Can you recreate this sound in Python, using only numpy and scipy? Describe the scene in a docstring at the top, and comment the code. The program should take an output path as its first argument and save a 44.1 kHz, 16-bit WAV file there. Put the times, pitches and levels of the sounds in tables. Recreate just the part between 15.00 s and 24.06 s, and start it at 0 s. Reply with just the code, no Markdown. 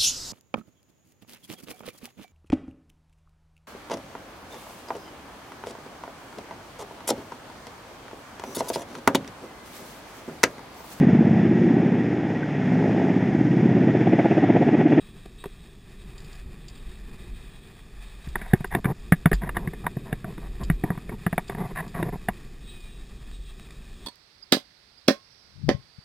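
"""A dry, leafy woodland path, from a coasting mountain bike; the microphone is a cased camera's, on the rider.
Just below, tyres hum and crush leaves and twigs, the freewheel's pawls whirr and the chain slaps.
Right at the microphone air buffets the case, which knocks and, on the rough stretch, scrapes in its mount.
Hollows jolt the bike, a faint thin tone runs under it all, and near the end a bird whistles far off.
The plastic shell colours the knocks and the crunch; the camera adds a gritty treble."""
import sys
import numpy as np
from scipy import signal
from scipy.fft import rfft, irfft
from scipy.io import wavfile

SR = 44100
rng = np.random.default_rng(int(sys.argv[2]) if len(sys.argv) > 2 else 0)


def generate_wav(signal):
    """Clip the signal to [-1, 1] and save it as 16-bit WAV at the path in sys.argv[1]."""
    frames = np.transpose(np.atleast_2d(signal))
    scaled = np.clip(frames, -1, 1) * 32767
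    pcm = np.round(scaled).astype(np.int16)
    wavfile.write(sys.argv[1], SR, pcm)


N = 399546
TIME = np.arange(N) / SR

# tyres on the path: time_s, hum_db, crunch_db, sizzle_db
ROLLING = [(0, -50, -58.5, -73), (.8, -51.5, -60, -72), (1.25, -47, -54.5, -73), (1.5, -49, -58, -79),
           (2.2, -47.5, -55.5, -88), (2.9, -52.5, -59, -74), (3.25, -50.5, -54.5, -70),
           (4.0, -49, -58.5, -68), (4.7, -43, -56.5, -80), (6.9, -46, -54.5, -70), (7.7, -50.5, -59, -67),
           (9.06, -52, -57.5, -67)]
# speed of the ratchet: time_s, clicks_per_s
RATCHET_RATE = [(0, 297), (.8, 297), (1.8, 306), (2.3, 280), (2.6, 279), (6.3, 333), (9.06, 310)]
# coasting between pedal strokes: start_s, end_s, level_db
COASTING = [(0, 0.173, -61.5), (0.38, .42, -59), (.5, 1.097, -66.5), (1.603, 1.965, -63),
            (2.18, 2.706, -64), (3.0, 3.6, -63), (3.997, 6.1, -67), (6.248, 7.3, -65.5), (7.602, 9.06, -62)]
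# air on the case: time_s, level_db
WIND_LEVEL = [(0, -47.5), (.7, -41), (1.22, -44), (1.42, -37), (1.65, -43), (2.4, -41), (2.65, -49.5),
              (3.15, -44), (3.35, -35), (4.2, -39), (4.58, -33), (4.8, -43.5), (5.5, -38.5), (5.74, -33),
              (5.9, -41.5), (9.06, -41.5)]
# the case hits its mount: start_s, swing_db, shell_db, clack_db, overtone_db
CASE_KNOCKS = [(0.256, -50, -54, -71, -48), (0.4388, -62, -43.5, -48.5, -47.5), (0.456, -42, -50, -59, -38),
               (3.272, -35, -65, -54.5, -55), (3.3546, -39, -33, -30, -38.5), (3.414, -43, -49, -42.5, -55),
               (3.5337, -12.5, -28, -26.5, -22), (3.6055, -31.5, -48, -54, -50),
               (3.643, -44, -38, -36, -38.5), (3.7488, -25.5, -27, -28, -27),
               (3.8433, -35, -37.5, -37, -39), (3.854, -21, -37.5, -34, -34),
               (4.1209, -13, -27.5, -22.5, -35.5), (4.257, -14, -28, -24.5, -32.5),
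               (4.3148, -24.5, -35, -32.5, -25.5), (4.3287, -27, -37, -28, -35),
               (4.4332, -30.5, -51, -43, -40), (4.4906, -46, -37.5, -37, -46),
               (4.567, -31.5, -31.5, -31, -35.5), (4.6733, -26.5, -46.5, -39.5, -39),
               (4.733, -40.5, -47.5, -48.5, -42.5), (4.8645, -35, -27.5, -31.5, -39),
               (4.967, -27.5, -47, -52.5, -38.5), (5.1259, -26, -38.5, -36, -38.5),
               (5.243, -34.5, -41.5, -45, -45), (5.378, -44, -51.5, -52.5, -41.5),
               (5.6991, -18.5, -37, -32, -55), (5.837, -23, -34.5, -39, -26.5),
               (5.9025, -24, -37.5, -38.5, -37), (5.975, -35, -46, -51, -53),
               (6.092, -36.5, -46.5, -45, -45), (6.264, -22, -33.5, -31.5, -33.5),
               (6.327, -28, -35, -38, -44), (6.3784, -29.5, -26, -30.5, -37.5),
               (6.495, -42, -38, -41.5, -36.5), (6.547, -37, -43.5, -46, -46),
               (7.0262, -33, -37.5, -36.5, -28.5), (7.2845, -29.5, -27, -30, -37)]
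# twigs and grit under the tyres: start_s, peak_db
TWIG_SNAPS = [(.259, -37.5), (.4405, -30.5), (.457, -35.5), (7.342, -41), (8.314, -37.5), (8.597, -36),
              (8.706, -38.5), (8.93, -41)]
# slaps of the chain: start_s, peak_db
CHAIN_SLAPS = [(1.18, -37), (1.246, -42), (1.329, -40.5), (1.682, -37.5), (1.753, -44), (3.2874, -42),
               (3.652, -41.5), (4.333, -32.5), (4.339, -33.5), (5.635, -34), (6.48, -40), (6.879, -42.5),
               (7.803, -46)]
# the wheels drop into hollows: start_s, pitch_hz, level_db, t60_s
HOLLOWS = [(1.46, 60, -28, 0.13), (3.277, 65, -25.5, 0.14), (4.333, 46.2, -13.5, 0.27),
           (5.632, 57.4, -21, 0.19), (5.719, 46, -27, 0.35)]
# the case slides in its mount: start_s, length_s, shell_db, hardness_db
CASE_SCRAPES = [(3.379, 0.2, -50.5, 7.5), (3.7, 0.051, -38.5, 7.5), (3.75, 0.04, -41.5, -6.5),
                (3.855, 0.064, -36.5, -4), (4.408, 0.072, -40.5, 2.5), (4.543, 0.038, -42, 6),
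                (4.577, 0.088, -48, -4), (4.829, 0.037, -43.5, -2.5), (5.048, 0.093, -48.5, 0.5),
                (5.244, 0.079, -48.5, -5.5), (5.41, 0.065, -51.5, 0), (5.594, 0.036, -41.5, -3),
                (5.835, .12, -46.5, -1), (6.11, 0.031, -44, -3.5), (6.494, 0.036, -44.5, 2),
                (6.565, .1, -38.5, -2.5), (6.676, 0.045, -46.5, -2), (6.75, 0.057, -36.5, 9),
                (6.789, 0.089, -48, -0.5), (6.934, 0.057, -39, 3), (6.967, 0.13, -40, -3),
                (7.116, 0.042, -41, -3)]
# a distant bird: start_s, length_s, first_hz, last_hz, peak_db
BIRD_NOTES = [(7.679, 0.24, 2523, 2370, -56), (7.823, 0.22, 2790, 2620, -64)]

# resonances, all as: pitch_hz, width_hz, gain_db
TYRE_MODES = [(126.6, 81, 1), (188, 94, -1), (374, 103, -5.5)]  # tyres and frame
WALL_MODES = [(727, 340, 1), (1166, 250, 2), (1812, 370, 3), (2484, 220, 5), (3160, 560, -5.5),
              (3670, 250, -1.5), (4500, 940, -9), (5130, 1700, -11)]  # outside sound coming through the case
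LEAF_MODES = [(5130, 2000, 0)]  # the brightest hiss of dry leaves
HUB_MODES = [(2510, 270, -6.5), (2670, 220, -3), (3354, 260, 3), (3710, 160, -1), (3803, 103, 7),
             (4300, 160, -4.5)]  # the hub, rung by its pawls
AIR_MODES = [(25.2, 20, 0.5), (42.6, 15.8, 3), (76, 24, -16)]  # buffeting air
CASE_MODES = [(506, 95, -9.5), (720, 130, 3.5), (964, 120, 1), (1130, 90, -1.5), (1735, 340, 2),
              (1890, 240, -2), (2210, 77, -5.5), (2640, 29, -29), (2804, 120, -16.5), (3590, 206, -17.5),
              (4420, 7200, -47.5)]  # the struck case
LINK_MODES = [(3480, 1340, 1), (4750, 440, 6), (5010, 700, 0.5)]  # chain links
MOUNT_MODES = [(167.2, 66.5, 7), (400, 133, -5)]  # the camera mount


def undb(db):
    """Decibels to gain."""
    return 10 ** (np.asarray(db) / 20)


def unit(x):
    """Scale to rms 1."""
    return x / np.sqrt(np.mean(x ** 2) + 1e-18)


def with_energy(x, db, seconds):
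    """Give a sound the energy of a level held for some seconds."""
    return x * undb(db) * np.sqrt(seconds * SR / (np.sum(x ** 2) + 1e-18))


def curve(table, column=1):
    """One column of a table, joined by straight lines in time."""
    rows = np.array(table)
    return np.interp(TIME, rows[:, 0], rows[:, column])


def add(out, start, x):
    """Mix a sound in at a time in seconds."""
    i = max(int(start * SR), 0)
    out[i:i + len(x)] += x[:max(N - i, 0)]


def wander(per_s):
    """Straight lines between random values, with a spread near 1."""
    knots = rng.standard_normal(2048)
    return 1.5 * np.interp(TIME * per_s, np.arange(len(knots)), knots)


def ring(x, modes, size=4096):
    """Pass a sound through resonances, as a causal response."""
    f = np.arange(size // 2 + 1) * SR / size
    power = sum(undb(2 * db) / (1 + 2 * ((f - hz) / width) ** 2) ** 2 for hz, width, db in modes)
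    # folding the cepstrum gives minimum phase
    cepstrum = irfft(np.log(power + 1e-12) / 2)
    cepstrum[1:size // 2] *= 2
    cepstrum[size // 2 + 1:] = 0
    response = irfft(np.exp(rfft(cepstrum)))
    return signal.fftconvolve(x, response)[:len(x)]


def grains(count, per_s, spread_db):
    """Tiny clicks of uneven strength at random times."""
    hit = rng.random(count) < per_s / SR
    return hit * rng.standard_normal(count) * undb(spread_db * np.minimum(rng.exponential(size=count), 4))


def tyres():
    """Below the microphone, knobs drum on packed dirt and crush dry leaves, patch by patch."""
    drumming = unit(ring(rng.standard_normal(N), TYRE_MODES))
    hum = drumming * undb(curve(ROLLING, column=1) + 1.32 * wander(12))
    leaves = unit(grains(N, per_s=2600, spread_db=2.2)) + 1.35 * rng.standard_normal(N)
    crunch = unit(ring(leaves, WALL_MODES)) * undb(curve(ROLLING, column=2) + 1.15 * wander(35))
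    fine_cracks = grains(N, per_s=5300, spread_db=2.5)
    sizzle = unit(ring(fine_cracks, LEAF_MODES)) * undb(curve(ROLLING, column=3))
    return hum + crunch + sizzle


def freewheel(engage_s=0.005, fade_s=0.11, wheel_turn_s=0.659):
    """Down at the hub, pawls drop over ratchet teeth so fast that they merge into a thin, gliding whirr."""
    tooth_phase = np.cumsum(curve(RATCHET_RATE) * (1 + .016 * wander(20))) / SR % 1
    drops = np.exp(-((tooth_phase - .5) / .012) ** 2)
    clicks = unit(ring(drops * undb(2 * wander(300)), HUB_MODES))
    sliding = unit(ring(rng.standard_normal(N) * np.exp(-tooth_phase / 0.39), HUB_MODES))
    whirr = .87 * clicks + .5 * sliding
    level = np.zeros(N)
    for start, end, db in COASTING:
        engage = np.clip((TIME - start) / engage_s, 0, 1)
        fade = np.exp(-np.maximum(TIME - end, 0) / fade_s)  # the pedals catch up
        level += undb(db) * engage * fade
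    swell_db = 0.5 * np.cos(2 * np.pi * (TIME - 4.47) / wheel_turn_s)
    return whirr * level * undb(swell_db + 2.7 * wander(20))


def wind(gust_db=1.5):
    """Air buffets the case in gusts, a low rumble right at the microphone."""
    rumble = unit(ring(rng.standard_normal(N), AIR_MODES, size=32768))
    return rumble * undb(curve(WIND_LEVEL) + gust_db * wander(5.4))


def whine(pitch_hz=3430, level_db=-74.5):
    """A very faint, thin tone that barely leaves its pitch and wavers in level."""
    phase = np.cumsum(pitch_hz * (1 + 0.00295 * wander(30))) / SR
    return unit(np.sin(2 * np.pi * phase)) * undb(level_db + 2.5 * wander(11))


def case_ring(contact, detune, bright_db, shell_below_hz=1400, bright_above_hz=2300):
    """The case's low shell modes and its hard clack; each point of contact weights the modes anew."""
    modes = np.array(CASE_MODES, float)
    chance = rng.standard_normal((len(modes), 2))
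    low, high = modes[:, 0] < shell_below_hz, modes[:, 0] > bright_above_hz
    modes[:, 0] *= 1 + detune * chance[:, 0]
    modes[:, 2] += 2.4 * chance[:, 1] + bright_db * high
    return ring(contact, modes[low]), ring(contact, modes[~low])


def blow(swing_db, shell_db, clack_db, overtone_db, count=4096):
    """Plastic chatters for a few milliseconds while the whole camera swings on its mount."""
    t = np.arange(count) / SR
    # a heavy blow seats the case at once, a light one chatters longer
    press = t / np.interp(swing_db, [-30, -14], [.0013, .0008])
    chatter = press ** 2 * np.exp(-1.25 * press) + 0.078 * np.exp(-t / 0.0096)
    contact = rng.standard_normal(count) * chatter
    # an edge-on tap with little weight behind it reaches the highest modes
    bright_db = np.interp(clack_db - swing_db, [-12, 6], [-3, 5])
    shell, clack = case_ring(contact, detune=0.022, bright_db=bright_db)
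    # the mount gives way with a heavily damped swing; glancing blows ring its overtone instead
    swing_hz = 184.5 + 1.44 * (shell_db - swing_db)
    overtone_hz = 365 * (1 + 0.11 * rng.standard_normal())
    onset = 1 - np.exp(-(t / 0.0021) ** 2)
    swing = onset * np.sin(2 * np.pi * swing_hz * t + 0.48) * np.exp(-t / 0.0062)
    overtone = onset * np.sin(2 * np.pi * overtone_hz * t) * np.exp(-t / 0.0051)
    thump = with_energy(swing, swing_db, 0.032) + with_energy(overtone, overtone_db, 0.03)
    return thump + with_energy(shell, shell_db, 0.027) + with_energy(clack, clack_db, 0.029)


def knocks(rebound_s=0.01):
    """At the microphone itself, each bump throws the case against its mount; it rebounds once, softly."""
    out = np.zeros(N)
    rebound_db = np.array([-11, -17.5, -17.5, -11])  # swing, shell, clack, overtone
    for start, *levels_db in CASE_KNOCKS:
        add(out, start, blow(*levels_db))
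        delay_s = rebound_s * (1 + 0.252 * rng.uniform(-0.993, 1))
        add(out, start + delay_s, blow(*(levels_db + rebound_db)))
    return out


def crackles(events, modes, decay_s, count=2048):
    """Each event is a quick cluster of tiny clicks that rings the given modes."""
    out = np.zeros(N)
    fade = np.exp(-np.arange(count) / SR / decay_s)
    for start, peak_db in events:
        cluster = ring(grains(count, per_s=5000, spread_db=1.5) * fade, modes)
        add(out, start, undb(peak_db) * cluster / (np.abs(cluster).max() + 1e-9))
    return out


def twigs():
    """Dry twigs and grit snap under the tyres, heard through the wall of the case."""
    return crackles(TWIG_SNAPS, WALL_MODES, decay_s=0.0019)


def chain(bounce_s=0.016, bounce_db=-7):
    """Down by the rider's feet the chain slaps, and its links land again more lightly."""
    bounces = [(start + bounce_s * (.5 + rng.random()), db + bounce_db) for start, db in CHAIN_SLAPS]
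    return crackles(CHAIN_SLAPS + bounces, LINK_MODES, decay_s=0.0054)


def jolts():
    """Each hollow shakes bike, rider and microphone with a deep, dying thud."""
    out = np.zeros(N)
    t = np.arange(16384) / SR
    for start, hz, db, t60 in HOLLOWS:
        add(out, start, -undb(db - 60 * t / t60) * np.sin(2 * np.pi * hz * t))
    return out


def scrapes(tail_s=0.028):
    """Right at the microphone, the case slides in its mount in dense, uneven slips that ring both."""
    out = np.zeros(N)
    slips = grains(N, per_s=5300, spread_db=-2.5) * undb(2 * wander(200))
    for start, length, db, hardness_db in CASE_SCRAPES:
        t = np.arange(int((length + tail_s) * SR)) / SR
        grip = np.minimum(t / 0.014, 1) * np.exp(-np.maximum(t - length, 0) / 0.0037)
        contact = grip * slips[int(start * SR):][:len(t)]
        shell, clack = case_ring(contact, detune=0.033, bright_db=0)
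        # a hard scrape has less thump and more clack
        thump = with_energy(ring(contact, MOUNT_MODES), db + 6 - hardness_db, length)
        clack = with_energy(clack, db - 7.5 + hardness_db, length)
        add(out, start, thump + with_energy(shell, db, length) + clack)
    return out


def bird():
    """A faint bird far off in the wood: thin notes that swell and sag in pitch."""
    out = np.zeros(N)
    for start, length, first_hz, last_hz, db in BIRD_NOTES:
        progress = np.linspace(0, 1, int(length * SR))
        hz = first_hz + (last_hz - first_hz) * progress ** 2
        swell = np.sin(np.pi * progress) ** 0.62
        add(out, start, undb(db) * swell * np.sin(2 * np.pi * np.cumsum(hz) / SR))
    return out


def scene():
    """Inside the case both channels hear the same sound."""
    steady = tyres() + freewheel() + wind() + whine()
    mono = steady + knocks() + twigs() + chain() + jolts() + scrapes() + bird()
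    return np.array([mono, mono])


def record(dry, cutoff_hz=5600, hold_hz=12000, top_hz=15400):
    """The camera clips, drops the top and holds samples as steps, mirroring the sound into the treble."""
    hz = np.maximum(np.arange(N // 2 + 1) * SR / N, 1)
    spectrum = rfft(np.clip(dry, -1, 1)) / np.sqrt(1 + (hz / cutoff_hz) ** 36)
    # the steps grow with the slope of the wave and appear on both sides of the hold rate
    steps = irfft(spectrum * hz, N) * 2 * np.cos(2 * np.pi * hold_hz * TIME)
    mirrored = undb(0.67) * rfft(steps) / np.maximum(hz, hold_hz / 2)
    held = irfft(spectrum + mirrored, N)
    return signal.sosfilt(signal.ellip(10, .2, 70, top_hz, fs=SR, output="sos"), held)


dry = scene()
out = record(dry)
generate_wav(out)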